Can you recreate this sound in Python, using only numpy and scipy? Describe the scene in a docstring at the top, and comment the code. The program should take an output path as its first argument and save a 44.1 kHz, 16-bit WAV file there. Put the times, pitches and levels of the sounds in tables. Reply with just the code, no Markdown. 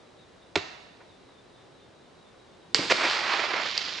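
"""A full plastic soda bottle slams onto a street; its wall buckles with a crack and its body rings.
On the second landing the neck snaps and escaping gas drives out gulps, wet slugs and a sputtering
jet of foam, which thins to hiss and spatter as the bottle flies off, drifting slightly right.
Trees and houses return a diffuse echo. Two faint knocks sound far down the street, and crickets
chirp over the hush of distant traffic and leaves."""
import sys
import numpy as np
from scipy import signal
from scipy.fft import rfft, irfft, next_fast_len
from scipy.io import wavfile
from scipy.ndimage import uniform_filter1d, map_coordinates

SR = 44100
rng = np.random.default_rng(int(sys.argv[2]) if len(sys.argv) > 2 else 0)


def digitize_waveform(pressure):
    """Quantize a signal to 16-bit integers and store it at the path in sys.argv[1].

    Rows of a 2-D input are taken as channels; values are limited to [-1, 1].
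    """
    field = np.atleast_2d(pressure).T
    bounded = np.clip(field, -1, 1)
    quanta = np.round(bounded * 32767).astype(np.int16)
    wavfile.write(sys.argv[1], SR, quanta)


N = 176400

# Blows on the wall. Each row: start in seconds, crack level in dB, crack T60 in seconds,
# wall ring level in dB, body ring level in dB.
BLOWS = [(0.5557, -17, 0.025, -18, -42), (0.5596, -17.5, 0.021, -27, -35), (0.5626, -29, 0.009, -35, -18),
         (0.5737, -28.5, 0.061, -38, -42), (0.5829, -31, 0.0092, -35, -43)]
# Modes of the taut wall, the full bottle and a gulp. Each row: frequency in Hz, level in dB,
# T60 in seconds.
WALL_MODES = [(678, -4, 0.042), (1910, -2.5, 0.024), (2230, -1, .022), (2675, -4.5, .065),
              (3480, -9, 0.051)]
BODY_MODES = [(94.4, -12.5, 0.13), (163, -12, 0.098), (339, -3.5, 0.064), (392, -1, 0.067),
              (603, -10.5, 0.075), (1170, -12, 0.053), (1390, -13, 0.074)]
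GULP_MODES = [(134, -15.5, 0.032), (191, -5.5, 0.049), (326, 2.5, 0.032), (575, -0.5, 0.026)]
# Snaps of hard plastic. Each row: start in seconds, level in dB, low cut in Hz, high cut in Hz.
SNAPS = [(2.7458, -1.5, 200, 12000), (2.7495, -13.5, 200, 9000), (2.761, -19, 600, 7030),
         (3.1922, -22.5, 905, 7000), (3.687, -23, 600, 6000), (3.7128, -21, 1500, 6500),
         (3.7776, -8, 2100, 6400), (3.7799, -15.5, 1800, 6000)]
# Partials of a snap. Each row: frequency in Hz, level in dB, time to the peak in seconds.
SNAP_PARTIALS = [(1250, -10.5, 0.00049), (1890, -15, .0016), (2650, -12, 0.00043), (4030, -15, 0.00062),
                 (4652, 0, .00055), (5550, -11, 0.0008), (7370, -17, 0.00052)]
# Slugs of soda in the neck. Each row: start in seconds, length in seconds, final level in dB,
# swell in dB, high cut in Hz.
SLUGS = [(2.898, .028, -16, 6.5, 12000), (3.038, 0.0197, -24.5, 11.5, 9000),
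         (3.3928, 0.0042, -20.5, 5.5, 4970), (3.536, 0.0089, -24, 4, 3600)]
# Gulps at the neck and far knocks. Each row: start in seconds, level in dB.
GULPS = [(2.749, -28), (2.7898, -19.5), (2.797, -26), (2.811, -29), (2.854, -32.5)]
KNOCKS = [(1.005, -47.5), (1.287, -54.5)]
# Course of the jet. Each row: time in seconds, then relative levels in dB of flutter, roar and hiss.
JET_LEVELS = [(2.752, -34, -46, -25.5), (2.80, -42.5, -33.5, -36), (2.84, -38, -37, -35),
              (2.89, -47, -39, -37), (2.955, -40, -39, -31.5), (3.0, -42, -26.5, -33),
              (3.06, -41, -24.5, -31), (3.11, -51, -30, -28.5), (3.21, -47, -30.5, -35.5),
              (3.31, -49.5, -27, -33), (3.39, -49.5, -30, -33), (3.45, -49.5, -30.5, -36),
              (3.56, -46.5, -29.5, -37.5), (3.67, -46.5, -38, -33.5), (3.73, -58, -45.5, -36),
              (3.80, -53, -41.5, -32.5), (3.91, -51, -45.5, -37), (4.0, -58, -48, -38.5)]
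# Spectra of the sources and the echo. Each row: frequency in Hz, relative level in dB.
CRACK_SPECTRUM = [(40, -23), (200, -11), (480, -8), (620, 1.5), (1000, -1.5), (1600, -4.5), (2400, -1.5),
                  (3000, -6.5), (3900, -2.5), (6000, -14), (7000, -17), (8300, -27.5), (10000, -66)]
SNAP_SPECTRUM = [(100, -8), (1000, 0), (7500, 0), (8500, -6), (10000, -27)]
SLUG_SPECTRUM = [(60, -31), (170, -19), (340, -1), (580, 0), (750, -5), (1550, -5), (2300, -1.5),
                 (3200, -9.5), (5000, -11.5), (7500, -24), (10000, -49.5)]
FLUTTER_SPECTRUM = [(30, -37), (70, -16), (150, -0.5), (350, 4.5), (500, 5.5), (1200, -37.5)]
ROAR_SPECTRUM = [(100, -47.5), (250, -16.5), (370, -2.5), (490, -8.5), (640, 0), (780, -1.5), (1050, 1.5),
                 (1600, -0.5), (2350, -0.5), (3200, -11), (5000, -15.5), (7500, -45), (10000, -65)]
HISS_SPECTRUM = [(300, -24), (1200, -11.5), (2500, -3), (3300, 0), (4500, -1.5), (5300, -5.5),
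                 (6200, -13.5), (7200, -16.5), (8300, -38), (10000, -55.5)]
MIST_SPECTRUM = [(3000, -32), (6000, -2), (7300, 2), (8500, -4), (10000, -26.5)]
SPATTER_SPECTRUM = [(200, -21), (800, -9), (2000, -1.5), (4500, -2), (7000, -20), (8300, -37.5),
                    (10000, -44.5)]
ECHO_SPECTRUM = [(60, -7.5), (200, -1), (500, -6.5), (1000, -3), (3500, -2), (7000, 1), (10000, -10)]
KNOCK_SPECTRUM = [(200, -25), (600, -3), (1000, 5), (1400, -6), (2000, -3), (3000, -21), (6000, -37),
                  (10000, -65)]
HUSH_SPECTRUM = [(15, -44.5), (25, -17.5), (102, -2.5), (227, -4), (271, -2.5), (307, -5.5), (339, -0.5),
                 (425, -2), (546, -3.5), (2460, -17.5), (3670, -17.5), (4600, -20.5), (10000, -34),
                 (13000, -68), (22000, -120)]
# The bottle's path. Each row: time in seconds, rightward pan.
PAN_PATH = [(.55, 3.5), (2.75, 3.5), (3.05, 2.5), (3.4, 5), (4, 4.5)]
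# Strength of the pan. Each row: frequency in Hz, right-over-left level in dB per unit of pan.
PAN_DEPTH = [(100, .1), (350, 0.55), (700, 0.44), (1400, 0.99), (2800, 1.5), (5000, 1.32), (8500, .1)]
# Decay of the echo. Each row: frequency in Hz, T60 in seconds.
ECHO_T60 = [(100, .6), (500, 1), (1500, 1.0), (4000, 1), (8000, 0.74)]
# Width of the echo. Each row: frequency in Hz, gain of the side signal in dB.
ECHO_WIDTH = [(80, -13), (300, -0.5), (2000, -2), (5000, -6), (9000, -8.5)]
# Crickets. Each row: first chirp in seconds, period in seconds, pitch in Hz, level in dB,
# chirp half-width in seconds.
CRICKETS = [(0.218, .2305, 3585, -67, 0.031), (0.2, .2225, 3820, -68, .034), (0.1, 0.19, 3930, -75, 0.056)]
# Likeness of the hush at the two ears. Each row: frequency in Hz, left-right correlation.
HUSH_COHERENCE = [(60, 1), (210, 0.56), (760, 0.35), (2710, 0.65), (9660, 0.56)]

SNAP_SHARPNESS = 3.3  # how steeply a snap swells and dies
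SLUG_EDGE_S, SLUG_SWELL_SHARE = 0.001, 0.73  # the swell takes this share of a slug's length
JET_START_S, JET_RISE_S = 2.747, 0.0024
SPUTTER_DB, SPUTTER_GROWTH_DB_PER_S, SPUTTER_PER_S = 1.5, 1.5, 170
DROPS_PER_S, DROP_SPREAD_DB, SPATTER_DB = 260, 3.5, -6.5
MIST_DB, MIST_FADE_DB_PER_S = -15, 19.5  # the finest hiss dies with the pressure
TAIL_DB, EARLY_DB = -13, -14.5
BODY_ECHO_DB = -6.5  # little of the body's ring carries to the trees
CHIRP_BLUR_HZ, CHIRP_ARCH_HZ = 41, 14
HUSH_DB = -54.5
LOW_CUT_HZ, TOP_HZ = 73, 10270


def bottle_impact(body_db=0):
    """Impact excitation: each blow buckles the wall with a crack and rings the wall and body modes."""
    t, cracks, modes = np.arange(SR // 4) / SR, np.zeros(N), np.zeros(N)
    for start, crack_db, t60, wall_db, ring_db in BLOWS:
        crack = whiten(fade(t, t60) * rng.choice([-1, 1], len(t)))
        add(cracks, start, amp(crack_db) * crack)
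        add(modes, start, amp(wall_db) * ring(WALL_MODES, rise_s=0.00056))
        add(modes, start, amp(ring_db + body_db) * ring(BODY_MODES, rise_s=0.0014))
    return coloured(cracks, CRACK_SPECTRUM) + modes


def plastic_snaps():
    """Brief transients are broadband: plastic breaks or hits asphalt in a few bright cycles."""
    t, out = np.arange(SR // 50) / SR, np.zeros(N)
    swell = lambda u: (u * np.exp(1 - u)) ** SNAP_SHARPNESS
    snap = sum(amp(db) * swell(t / peak) * np.sin(2 * np.pi * hz * t) for hz, db, peak in SNAP_PARTIALS)
    for start, db, low_hz, high_hz in SNAPS:
        add(out, start, amp(db) * band(snap, low_hz, high_hz))
    return shaped(out, SNAP_SPECTRUM)


def soda_slugs():
    """Slug flow: liquid tears through the neck as noise that swells, holds and stops abruptly."""
    t, out = np.arange(SR // 4) / SR, np.zeros(N)
    for start, length, db, swell_db, cut_hz in SLUGS:
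        gate = np.clip(np.minimum(t, length - t) / SLUG_EDGE_S, 0, 1)
        progress = np.clip(t / (SLUG_SWELL_SHARE * length), 0, 1)
        swell = amp(db - swell_db * (1 - progress))
        rush = whiten(gate * swell * rng.standard_normal(len(t)))
        add(out, start, band(rush, LOW_CUT_HZ, cut_hz))
    return coloured(out, SLUG_SPECTRUM)


def foam_jet():
    """Jet noise: low flutter, foam roar and gas hiss sputter together; spatter follows the gas flow."""
    flutter_db, roar_db, hiss_db = curves(JET_LEVELS)
    age = np.maximum(np.arange(N) / SR - JET_START_S, 0)
    # The jet breaks up more as the bottle empties.
    sputter_db = (SPUTTER_DB + SPUTTER_GROWTH_DB_PER_S * age) * wobble(SPUTTER_PER_S)
    flutter = amp(flutter_db + 0.34 * sputter_db - 2) * noise(FLUTTER_SPECTRUM)
    roar = amp(roar_db + sputter_db + 0.31 * wobble(40) - 1.3) * noise(ROAR_SPECTRUM)
    hiss = amp(hiss_db + 0.56 * sputter_db - 2) * noise(HISS_SPECTRUM)
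    drop_hits = rng.random(N) < DROPS_PER_S / SR
    drop_gains = amp(DROP_SPREAD_DB * np.clip(rng.standard_normal(N), -2, 2))
    drops = drop_hits * drop_gains * rng.choice([-1, 1], N)
    spatter = amp(hiss_db + SPATTER_DB) * unit(coloured(drops, SPATTER_SPECTRUM))
    mist = amp(hiss_db + MIST_DB - MIST_FADE_DB_PER_S * age) * noise(MIST_SPECTRUM)
    onset = np.clip(age / JET_RISE_S, 0, 1)
    return onset * (flutter + roar + hiss + mist + spatter)


def gas_gulps():
    """Damped resonance: gas pockets push through the liquid with short, low thuds."""
    out = np.zeros(N)
    for start, db in GULPS:
        add(out, start, amp(db) * ring(GULP_MODES, rise_s=0.0018))
    return out


def flight_pan(x):
    """Interaural level difference: a gain that varies with time and frequency sets the direction."""
    hz, t, spectra = signal.stft(x, SR, nperseg=256)
    pan_db = along(PAN_DEPTH, hz)[:, None] * np.interp(t, *np.transpose(PAN_PATH))
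    ear_gains = amp(np.array([-pan_db, pan_db]) / 2)
    return signal.istft(spectra * ear_gains, SR, nperseg=256)[1][:, :N]


def street_echo(x):
    """Diffuse reflection: kerb and ground scatter early; trees and houses return a long tail."""
    hz, frame_s, spectra = signal.stft(rng.standard_normal((2, SR)), SR, nperseg=256)
    decay = fade(frame_s, along(ECHO_T60, hz)[:, None])
    colour = amp(along(ECHO_SPECTRUM, hz))[:, None]
    tail = signal.istft(spectra * decay * colour, SR, nperseg=256)[1]
    t = np.arange(tail.shape[1]) / SR
    tail *= np.clip(t / 0.035, 0, 1)
    early = rng.standard_normal(tail.shape) * fade(t, t60=0.068) * np.clip(t / 0.012, 0, 1) ** 2
    response = amp(TAIL_DB) * tail / np.linalg.norm(tail[0])
    response += amp(EARLY_DB) * early / np.linalg.norm(early[0])
    mid, side = signal.fftconvolve(x[None], response, axes=1)[:, :N]
    return stereo(mid, shaped(side, ECHO_WIDTH))


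def far_knocks():
    """Treble loss over distance: woody knocks arrive as dull, quickly decaying noise."""
    t, out = np.arange(SR // 4) / SR, np.zeros(N)
    for start, db in KNOCKS:
        add(out, start, amp(db) * fade(t, t60=0.099) * rng.standard_normal(len(t)))
    return coloured(out, KNOCK_SPECTRUM)


def crickets():
    """Scattering by trees blurs each cricket's regular, arching chirp into narrowband noise."""
    t, out = np.arange(N) / SR, np.zeros((2, N))
    for first, period, pitch_hz, db, width in CRICKETS:
        offset = ((t - first + period / 2) % period - period / 2) / width  # from the nearest chirp
        phase = 2 * np.pi * np.cumsum(pitch_hz + CHIRP_ARCH_HZ * (1 - offset ** 2)) / SR
        blur = filtered(rng.standard_normal((4, N)), lambda hz: np.exp(-0.5 * (hz / CHIRP_BLUR_HZ) ** 2))
        mid, side = unit(blur[:2] * np.cos(phase) + blur[2:] * np.sin(phase))
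        out += amp(db) * np.exp(-0.5 * offset ** 2) * stereo(mid, side / 2)
    return out


def hush():
    """Partial coherence: far traffic and leaves reach the two ears most alike in the bass."""
    def mid_side_gains(hz):
        angle = np.arccos(np.clip(along(HUSH_COHERENCE, hz), -1, 1)) / 2
        return np.array([np.cos(angle), np.sin(angle)])
    mid, side = filtered(np.array([noise(HUSH_SPECTRUM), noise(HUSH_SPECTRUM)]), mid_side_gains)
    return amp(HUSH_DB + 0.25 * wobble(5.4)) * unit(stereo(mid, side))


def ring(modes, rise_s):
    """Modal superposition: damped sines whose levels vary a little at each excitation."""
    t = np.arange(SR // 4) / SR
    partials = sum(amp(db + rng.normal(0, 1)) * fade(t, t60) * np.sin(2 * np.pi * hz * t)
                   for hz, db, t60 in modes)
    return (1 - np.exp(-t / rise_s)) * partials


def fade(t, t60):
    """Exponential decay, 60 dB in t60 seconds."""
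    return np.exp(-np.log(1000) * t / t60)


def noise(spectrum):
    """Coloured noise of rms 1."""
    return unit(shaped(rng.standard_normal(N), spectrum))


def wobble(knots_per_s):
    """Smooth random modulation: a spline through Gaussian knots."""
    return map_coordinates(rng.standard_normal(N // 8), [np.arange(N) * knots_per_s / SR], order=3)


def filtered(x, response):
    """Zero-phase filtering by a gain that is a function of frequency."""
    size = next_fast_len(N + SR // 2)
    return irfft(rfft(x, size) * response(np.fft.rfftfreq(size, 1 / SR)), size)[..., :N]


def shaped(x, spectrum):
    """Zero-phase filtering by a table of levels."""
    return filtered(x, lambda hz: amp(along(spectrum, hz)))


def coloured(x, spectrum, size=4096):
    """Minimum-phase filtering: folding the cepstrum gives a causal response, scaled to unit energy."""
    cepstrum = irfft(np.log(amp(along(spectrum, np.fft.rfftfreq(size, 1 / SR)))))
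    cepstrum[1:size // 2] *= 2
    cepstrum[size // 2 + 1:] = 0
    response = irfft(np.exp(rfft(cepstrum)))
    return signal.fftconvolve(x, response / np.linalg.norm(response))[:N]


def whiten(x, band_hz=250):
    """Spectral whitening: a short burst gets about the same energy in every band."""
    spectrum = rfft(np.pad(x, (SR // 8, SR // 8)))
    bins = round(band_hz * 2 * len(spectrum) / SR)
    power = np.abs(uniform_filter1d(np.abs(spectrum) ** 2, bins)) + 1e-20
    return irfft(spectrum * np.sqrt(power.mean() / power))[SR // 8:][:len(x)]


def band(x, low_hz, high_hz):
    """Gentle band-pass filtering."""
    return signal.sosfilt(signal.butter(2, [low_hz, high_hz], "band", fs=SR, output="sos"), x)


def along(points, hz):
    """Interpolation on a logarithmic frequency axis."""
    knots_hz, values = np.transpose(points)
    return np.interp(np.log(hz + 1), np.log(knots_hz + 1), values)


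def curves(rows):
    """Linear interpolation in time, one curve for each column after the first."""
    times, *columns = np.transpose(rows)
    return [np.interp(np.arange(N) / SR, times, column) for column in columns]


def amp(db):
    """Decibels to amplitude."""
    return 10 ** (np.asarray(db) / 20)


def unit(x):
    """Normalisation to rms 1."""
    return x / np.sqrt(np.mean(x ** 2) + 1e-20)


def stereo(mid, side):
    """Sum and difference give left and right."""
    return np.array([mid + side, mid - side])


def add(track, start_s, sound):
    """Superposition of a sound on a track, in place."""
    part = track[round(start_s * SR):][:len(sound)]
    part += sound[:len(part)]


def scene(directions=4):
    """Superposition: the bottle and its echoes are panned together over the still background."""
    burst = plastic_snaps() + gas_gulps() + soda_slugs() + foam_jet()
    echoes = street_echo(burst)
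    # The buckling wall sends a different crack in each direction.
    echoes += sum(street_echo(bottle_impact(BODY_ECHO_DB))
                  for _ in range(directions)) / np.sqrt(directions)
    bottle = flight_pan(bottle_impact() + burst + echoes)
    low_cut = signal.butter(2, LOW_CUT_HZ, "high", fs=SR, output="sos")
    return signal.sosfilt(low_cut, bottle) + far_knocks() + hush() + crickets()


def record(dry):
    """Band limiting: nothing above TOP_HZ passes."""
    return filtered(dry, lambda hz: hz < TOP_HZ)


dry = scene()
out = record(dry)
digitize_waveform(out)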